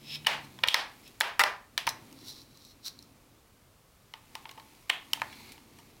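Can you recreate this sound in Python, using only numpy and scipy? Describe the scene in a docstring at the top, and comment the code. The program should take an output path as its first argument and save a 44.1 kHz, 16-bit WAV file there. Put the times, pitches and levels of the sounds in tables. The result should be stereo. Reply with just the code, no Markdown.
"""Cotton gloves slide over a plastic remote, close to a stereo microphone pair, above a low sinking drone.
The hands press batteries in against their springs, roll them in the bay, lay the cover on and snap it
shut. Each contact rings the hollow case, the gloves rub in fine grains, and the loose cover hums when
tapped. A small room answers; the limiter ducks on the hard snaps, so the room swells up behind them."""
import sys
import numpy as np
from scipy import signal
from scipy.fft import rfft, irfft, next_fast_len
from scipy.io import wavfile
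from scipy.ndimage import uniform_filter1d, minimum_filter1d, map_coordinates

SR = 44100
rng = np.random.default_rng(int(sys.argv[2]) if len(sys.argv) > 2 else 0)


def unload_wav(signal):
    """Save mono or channel-first audio to the path in sys.argv[1] as 16-bit WAV at rate SR, clipped to [-1, 1]."""
    wavfile.write(
        sys.argv[1],
        SR,
        np.round(np.clip(np.atleast_2d(signal).T, -1, 1) * 32767).astype(np.int16),
    )


N = 264600
TIME = np.arange(N) / SR


def amp(db):
    return 10 ** (np.asarray(db) / 20)


def unit(x):
    return x / np.sqrt(np.mean(x ** 2) + 1e-20)


def along(points, hz):
    """Read (frequency, value) points on a log axis."""
    freqs, values = np.transpose(points)
    return np.interp(np.log(hz + 1), np.log(freqs + 1), values)


def wobble(rate):
    """A smooth random curve, rate knots a second."""
    return map_coordinates(rng.standard_normal(int(N * rate / SR) + 4), [TIME * rate])


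def filtered(x, response):
    """x through a complex frequency response."""
    size = next_fast_len(N + SR // 2)
    return irfft(rfft(x, size) * response(np.fft.rfftfreq(size, 1 / SR)), size)[..., :N]


def minimum_phase(gain):
    """The causal response that has this gain."""
    cepstrum = irfft(np.log(np.maximum(gain, 1e-6)))
    half = len(cepstrum) // 2
    cepstrum[1:half] *= 2
    cepstrum[half + 1:] = 0
    return np.exp(rfft(cepstrum))


def noise(response, likeness):
    """Coloured stereo noise of rms 1 with a given left-right likeness."""
    def mid_side(hz):
        angle = np.arccos(np.clip(along(likeness, hz), -1, 1)) / 2
        return response(hz) * np.array([np.cos(angle), np.sin(angle)])
    mid, side = filtered(rng.standard_normal((2, N)), mid_side)
    return unit(np.array([mid + side, mid - side]))


def hiss(spectrum, likeness):
    """Stereo noise with a (frequency, level) spectrum."""
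    return noise(lambda hz: amp(along(spectrum, hz)), likeness)


# a low drone in the background: (time [s], fundamental [Hz], level [dB])
DRONE_PATH = [(0, 72.1, -59), (.25, 75, -53), (.4, 72.7, -57.5), (.6, 61.2, -57), (.72, 55.5, -80),
              (.9, 55, -81.5)]


def drone():
    """The second and third harmonics of a wavering pitch sink and fade within the first second."""
    times, pitches, levels = np.transpose(DRONE_PATH)
    pitch_hz = np.interp(TIME, times, pitches) * (1 + 0.017 * wobble(25))
    level_db = np.interp(TIME, times, levels) + 1.8 * wobble(20)
    phase = 2 * np.pi * np.cumsum(pitch_hz) / SR
    return amp(level_db) * unit(np.sin(2 * phase) + amp(-4) * np.sin(3 * phase))


# the air of the room: (frequency [Hz], relative density [dB])
AIR_SPECTRUM = [(12, -30.5), (20, -9.5), (44, -1.5), (65, -4.5), (113, -4), (168, -6), (262, -14),
                (285, -15), (472, -10.5), (897, -15), (1150, -12), (1330, -14.5), (1530, -17.5),
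                (16000, -25.5)]
# diffuse sound at the two microphones: (frequency [Hz], left-right likeness [0-1])
DIFFUSE_LIKENESS = [(30, 1), (150, 0.83), (320, 0.57), (600, 0.3), (1650, 0.053), (5000, 0.106),
                    (15000, .1)]


def room_tone(level_db=-60.5):
    """Steady rumble and hiss all around the microphones."""
    return amp(level_db) * hiss(AIR_SPECTRUM, DIFFUSE_LIKENESS)


# the hands, close to the pair: (frequency [Hz], left-right likeness [0-1])
CLOSE_LIKENESS = [(500, 0.3), (4000, .75), (12000, 0.51)]


def friction(modes):
    """Close rubbing noise through resonances with steep skirts."""
    def response(f):
        return sum(amp(db) * abs(f * width / (centre ** 2 - f ** 2 + 1j * f * width)) ** 1.35
                   for centre, width, db in modes)
    return noise(response, CLOSE_LIKENESS)


def pressure(strokes, range_db=18):
    """Each stroke swells by range_db over its attack, holds, and falls as far over its release."""
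    power = np.zeros(N)
    for s, db, attack, hold, release in strokes:
        away = np.maximum((s - TIME) / attack, 0) + np.maximum((TIME - s - hold) / release, 0)
        power += amp(db - range_db * np.minimum(away, 10)) ** 2
    return np.sqrt(power)


def rub(strokes, sound, grain_db):
    """Threads catch and slip, so friction comes in fine grains under the stroke."""
    return pressure(strokes) * unit(amp(grain_db * wobble(500)) * sound)


# close strokes: (time at full pressure [s], relative level [dB], attack [s], hold [s], release [s])
CASE_SLIDES = [(.105, -36.5, 0.067, 0.025, 0.063), (.15, -32.5, .04, 0.0071, 0.018),
               (1.062, -50, .035, .018, .02)]  # a glove slides on the case
BATTERY_ROLLS = [(2.19, -56.5, 0.055, 0.055, .05), (2.285, -41.5, 0.049, .012, 0.065),
                 (2.355, -52.5, 0.054, 0.063, 0.044), (2.65, -56, .25, .06, 0.041),
                 (2.864, -37, 0.029, 0.017, 0.021), (3, -67, .05, 0.051, 0.056)]  # the thumb rolls the batteries in their bay
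COVER_STROKES = [(5.32, -55.5, .12, .2, .08)]  # the thumb rubs the closed cover
# what each kind of stroke rings: (frequency [Hz], width [Hz], relative level [dB])
SLIDE_MODES = [(2610, 390, 3.5), (3250, 270, 0.5), (3850, 330, 4.5), (5240, 180, 8.5), (12200, 4100, -19)]
ROLL_MODES = [(1040, 970, -19), (4070, 500, 2), (4830, 650, -21), (5560, 430, -3.5), (12000, 9100, -17.5)]
COVER_STROKE_MODES = [(2280, 330, 0.5), (4230, 520, -2)]
# the hands shift their grip: (time at full pressure [s], relative rustle level [dB],
# relative brushing level [dB], attack [s], hold [s], release [s])
GRIP_SHIFTS = [(0.095, -59.5, -57.5, 0.68, 0.6, .15), (0.92, -63.5, -58, 0.35, .15, 0.81),
               (2.04, -57.5, -58.5, 0.54, 0.17, 0.63), (2.98, -64, -67, 1, .05, 1.1),
               (4.346, -66.5, -59.5, 0.48, 0.42, .7), (5.188, -60, -54, 0.45, 0.32, 0.2),
               (5.747, -62, -60.5, 0.69, 0.13, 0.61)]
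# bright brushing and dull rustle of the gloves: (frequency [Hz], relative density [dB])
BRUSH_SPECTRUM = [(350, -31), (900, -3), (1500, -15), (2250, -5.5), (3200, -10.5), (4250, -9),
                  (5300, -12.5), (8500, -15), (12000, -14.5), (16000, -17)]
RUSTLE_SPECTRUM = [(47, -38), (80, -6.5), (137, -2.5), (178, -14), (206, -3), (275, -0.5), (563, -17),
                   (700, -17.5), (910, -23.5), (1540, -120)]


def gloves():
    """Cotton on case, batteries and cover: returns the close rubbing and the grip's dull rustle."""
    brushes = [(s, db, *shape) for s, _, db, *shape in GRIP_SHIFTS]
    rustles = [(s, db, *shape) for s, db, _, *shape in GRIP_SHIFTS]
    slide = amp(-3.5) * rub(CASE_SLIDES, friction(SLIDE_MODES), grain_db=1.5)
    roll = amp(-1) * rub(BATTERY_ROLLS, friction(ROLL_MODES), grain_db=2.5)
    thumb = rub(COVER_STROKES, friction(COVER_STROKE_MODES), grain_db=2)
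    brush = amp(-1.5) * rub(brushes, hiss(BRUSH_SPECTRUM, CLOSE_LIKENESS), grain_db=2)
    rustle = amp(2.5) * pressure(rustles) * hiss(RUSTLE_SPECTRUM, DIFFUSE_LIKENESS)
    return slide + roll + thumb + brush, rustle


# modes of the hollow case: (frequency [Hz], relative level [dB], t60 [s])
CASE_MODES = [(507, -21, 0.031), (915, -7.5, 0.024), (1045, -14, 0.046), (1232, -9.5, 0.023),
              (1840, -3, 0.00757), (2062, -6.5, 0.011), (2293, -6, 0.012), (2900, -1.5, 0.0076),
              (3300, -5.5, 0.0078), (3460, -8.5, 0.013), (4180, -0.5, 0.005), (5480, -5.5, 0.013),
              (5730, -15, 0.029)]


def case_blow(colour, chatter_s, mode_hz, size=4096, crack_db=5, crack_t60=0.0095, detune=0.0087):
    """A blow and its chatter ring the case: returns the sound at the pair and that sent into the room."""
    t, hz = np.arange(size) / SR, np.fft.rfftfreq(size, 1 / SR)
    force = rng.standard_normal(size) ** 3 * np.exp(-t / chatter_s)
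    force *= 0.81 * np.sqrt(chatter_s / 0.0019) / np.linalg.norm(force)
    force[0] += 1  # the first impact
    # the grip shifts the modes a little
    ring = sum((-1) ** k * amp(db + 2 * rng.normal() - 60 * t / t60)
               * np.sin(2 * np.pi * f * (1 + rng.normal(0, detune)) * t)
               for k, (f, db, t60) in enumerate(CASE_MODES))
    # dense high modes merge into a crack that differs with direction
    crack = rng.standard_normal(size) + 0.58 * rng.standard_normal((2, size))
    blow = rfft(force) * rfft(ring + amp(crack_db - 60 * t / crack_t60) * crack)
    band_levels = [(f, 10 * np.log10(np.mean(abs(blow[:, abs(np.log((hz + 1) / f)) < .25]) ** 2)))
                   for f in np.geomspace(150, 15000, num=16)]
    flattened = blow / minimum_phase(amp(along(band_levels, hz)))
    # the hardness of the blow sets the broad colour, and its place favours one mode
    colour_db = along(colour, hz)
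    favoured_db = 8 / (1 + ((hz / mode_hz - 1) / 0.075) ** 2)
    near = irfft(flattened * minimum_phase(amp(colour_db + favoured_db)))
    # summed over all directions, the peaks and notches even out
    around = irfft(minimum_phase(amp(colour_db + 0.42 * favoured_db)))
    return near, around


# Strength is the level at 3.2 kHz; knock (900 Hz), body (1.8 kHz), edge (5.2 kHz), fizz (10 kHz)
# and room send are relative to it.
# batteries and cover touch the case: (time [s], strength [dB], knock [dB], fizz [dB], chatter [s])
LIGHT_TOUCHES = [(0.247, -7, -15, -42, 0.0044), (0.2637, 3.5, -11, -27, .0048),
                 (.589, -11, -0.5, -23, .002), (.633, -11, 1, -26, 0.0038), (0.675, 1.5, -17, -12.5, .004),
                 (1.078, -28, -11, 2, .003), (1.204, -9.5, 9, 8, 0.002), (1.2165, 9.5, -1.5, -12.5, 0.0017),
                 (1.8685, 5.5, -5, -13.5, 0.0049), (2.127, -25.5, 3, -2, .001),
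                 (4.138, -5, -4.5, -25, 0.00056), (4.3531, -4, -1, -14.5, 0.00051),
                 (4.455, -7.5, -1, -48, 0.0018), (4.4921, -10, -2, -21, 0.0043),
                 (4.512, -15.5, 1, -9.5, 0.0027), (4.576, -16.5, 10, -26, 0.0058),
                 (4.598, -16.5, -1, -20, 0.0034), (4.895, -9, -8, -6, 0.0033),
                 (5.1731, -18.5, 9, -23, .002), (5.198, -11, -4, -31, 0.0014),
                 (5.3276, -11, -17, -26, 0.007), (5.5198, -15, -17, -7, 0.0065),
                 (5.5791, -21, -4, -25, 0.00096), (5.7863, -20.5, 1, -9, 0.012)]
# a battery or the cover snaps home: (time [s], strength [dB], knock [dB], edge [dB], fizz [dB],
# chatter [s], room send [dB], favoured mode [Hz])
HARD_SNAPS = [(0.2683, 22, -3, -6.5, -17.5, 0.0018, 3.5, 2790), (.6366, 11, 1, -6, -24, 0.0023, 4, 3640),
              (0.6387, 20.4, -5.5, -16, -30, 0.00049, -8, 1760), (.685, 29, -16, -11, -21, .0005, 2, 3350),
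              (.7435, 21, -2, -0.5, -16.5, 0.00096, .5, 1730),
              (1.2092, 23, -3, -8.5, -19.5, 0.00049, 0, 1650),
              (1.437, 14.5, 3.5, -2, -15, .0008, 0.5, 1700),
              (1.778, 10.9, -10, -6.5, -17, 0.00037, 3, 1750),
              (1.875, 1.8, 7, -4, -18.5, 0.00056, -0.5, 916),
              (4.897, 9.5, -7.5, -31, -22, 0.00068, -1.5, 2560),
              (4.8998, 22.5, -11, -21.5, -24, .0006, -1.5, 1893),
              (5.1329, 9.5, -10, -11, -12, 0.00021, -2, 3180), (5.134, -3.5, -12, 1.5, -9, .0011, -2, 5250),
              (5.218, .5, 7, -12, -19.5, 0.00096, -3, 877)]
# the last battery rattles into its bay:
# (strength [dB], knock [dB], edge [dB], fizz [dB], chatter [s], room send [dB])
BATTERY_RATTLE = (15.5, 5.5, -3.5, -10.5, .0032, -5)


def contacts(rattle_at=1.3942, bounce_s=0.005, loss_db=0.5, dulling_db=0.8, end_modes_hz=(1372, 1980)):
    """Lists every blow; the rattling battery's two ends strike in turn, weaker and duller each bounce."""
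    db, knock, edge, fizz, chatter, send = BATTERY_RATTLE
    bounces = [(rattle_at + k * bounce_s, db - k * loss_db, knock, edge - k * dulling_db,
                fizz - k * dulling_db, chatter, send, end_modes_hz[k % 2]) for k in range(5)]
    # a hard blow's body lies 3 dB over its knock
    hard = [(s, db, knock, knock + 3, *rest) for s, db, knock, *rest in HARD_SNAPS + bounces]
    body_db, edge_share, send_db, mode_hz = -3, .42, -0.5, 899  # shared by all light touches
    light = [(s, db, knock, body_db, edge_share * fizz, fizz, chatter, send_db, mode_hz)
             for s, db, knock, fizz, chatter in LIGHT_TOUCHES]
    return hard + light


def clicks():
    """Batteries and cover strike and seat in the case: direct sound, and sound thrown into the room."""
    direct, thrown = np.zeros((2, N + SR)), np.zeros(N + SR)
    for s, db, knock, body, edge, fizz, chatter_s, send_db, mode_hz in contacts():
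        colour = [(60, knock - 32), (250, knock - 16.5), (500, knock - 10), (900, knock + 1),
                  (1450, (knock + body) / 2 - 3), (1800, body), (3200, 0.0048), (5200, edge),
                  (6800, fizz + 2), (10000, fizz), (15000, fizz - 3)]
        near, around = case_blow(colour, chatter_s, mode_hz)
        span = slice(round(s * SR), round(s * SR) + len(around))
        direct[:, span] += amp(db) * near
        thrown[span] += amp(db + send_db) * around
    return direct[:, :N], thrown[:N]


# a battery scrapes along its spring, close up: (time [s], level [dB], half length [s])
SPRING_SCRAPES = [(.447, -53.5, 0.0084), (1.8918, -23, 0.0012), (1.893, -43, .013), (1.9, -37, .0008),
                  (2.574, -49, 0.0013), (2.651, -42.5, .0008), (2.855, -43, 0.001), (2.991, -43, 0.0008),
                  (3.027, -47, 0.0011)]
# the spring's resonances: (frequency [Hz], width [Hz], relative level [dB])
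SPRING_MODES = [(4153, 150, 7), (5220, 600, -8), (5900, 150, -2), (7700, 2600, -17.5), (13300, 8300, -19.5)]


def spring_scrapes():
    """Short metallic rasps of battery ends on their springs."""
    push = sum(amp(db) * np.exp(-((TIME - s) / half) ** 2 / 2) for s, db, half in SPRING_SCRAPES)
    return push * friction(SPRING_MODES)


# low jolts near the microphones: (time [s], frequency [Hz], level [dB], t60 [s])
BATTERY_THUMPS = [(0.635, 134, -50, 0.11), (0.676, 120, -41.5, 0.065), (1.867, 122, -43, 0.096)]


def battery_thumps():
    """A battery that bottoms out jolts the case in the hand."""
    out = np.zeros(N)
    for s, hz, db, t60 in BATTERY_THUMPS:
        age = np.maximum(TIME - s, 0)
        out += amp(db - 60 * age / t60) * np.sin(2 * np.pi * hz * age)
    return out


# the cover lying loose on the case: (frequency [Hz], relative level [dB], t60 [s])
COVER_MODES = [(876, -2, 0.54), (1087, 2.5, 0.2), (1207, -1.5, 0.26)]


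def cover_hum(gain_db=-50, loose_from=4, loose_until=4.8):
    """Until it is seated, the thin cover hums on after each tap."""
    out, t = np.zeros(N + SR), np.arange(SR // 3) / SR
    for s, db, knock, *_ in LIGHT_TOUCHES:
        if loose_from < s < loose_until:
            ring = sum(amp(level + 2 * rng.normal() - 60 * t / t60) * np.sin(2 * np.pi * hz * t)
                       for hz, level, t60 in COVER_MODES)
            out[round(s * SR):][:len(t)] += amp(db + knock + gain_db) * ring
    return out[:N]


# the small room around the microphones: (frequency [Hz], t60 [s])
ROOM_DECAY = [(200, 0.42), (1000, 0.36), (3000, 0.3), (6000, 0.28), (14000, 0.22)]
# what its walls send back: (frequency [Hz], level [dB])
WALL_RETURN = [(200, -3.5), (800, -2), (1500, -5), (3000, -9.5), (6000, -11.5), (14000, -13)]


def room(x, width=0.48, onset_s=0.0013):
    """The room's diffuse answer; a new tail every half second stands for the moving hands."""
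    out, block = np.zeros((2, N + SR)), SR // 2
    for start in range(0, N, block):
        hz, t, spectra = signal.stft(rng.standard_normal((2, block)), SR, nperseg=256)
        fade = amp(-60 * t / along(ROOM_DECAY, hz)[:, None]) * (1 - np.exp(-t / onset_s))
        fade *= (amp(along(WALL_RETURN, hz)) / np.sqrt(np.mean(fade ** 2, axis=1) * block))[:, None]
        mid, side = signal.istft(spectra * fade, SR, nperseg=256)[1]
        tail = np.array([mid + width * side, mid - width * side]) / np.hypot(1, width)
        wet = signal.fftconvolve(x[:, start:start + block], tail, axes=1)
        out[:, start:start + wet.shape[1]] += wet
    return out[:, :N]


# balance across the microphone pair: (frequency [Hz], left minus right [dB])
PAIR_BALANCE = [(200, -0.5), (700, -1.5), (2200, -2.5), (4500, 0), (8000, 0.5), (13000, -1)]


def scene(left_lag_s=.00001):
    """The hands work close to the microphone pair, slightly to its right."""
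    snaps, thrown = clicks()
    scrapes = spring_scrapes()
    rubbing, rustle = gloves()
    handling = scrapes + rubbing + battery_thumps() + cover_hum()
    sides = np.array([[0.5], [-0.5]])
    direct = filtered(snaps + handling, lambda hz: np.exp(-2j * np.pi * hz * left_lag_s * sides))
    remote = filtered(direct + room(thrown + handling), lambda hz: amp(sides * along(PAIR_BALANCE, hz)))
    return remote + rustle + drone() + room_tone()


def limiter(x, ceiling_db=-14, release_db_per_s=140, window_s=0.0013, ahead_s=0.00092):
    """Gain falls just before a loud snap and climbs back steadily."""
    power = abs(uniform_filter1d(np.mean(x ** 2, axis=0), int(window_s * SR)))
    over_db = np.maximum(10 * np.log10(power + 1e-12) - ceiling_db, 0)
    climb_db = release_db_per_s * TIME
    cut_db = np.maximum.accumulate(over_db + climb_db) - climb_db
    span = int(ahead_s * SR)
    return x * amp(uniform_filter1d(minimum_filter1d(-cut_db, 2 * span), span))


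def record(dry, peak=.75, top_hz=16100):
    """Behind the microphones: a limiter, softly rounded peaks and a steep band limit."""
    limited = limiter(dry)
    rounded = limited / (1 + (limited / peak) ** 4) ** (1 / 4)
    return filtered(rounded, lambda hz: 1 / np.sqrt(1 + (hz / top_hz) ** 160))


dry = scene()
out = record(dry)
unload_wav(out)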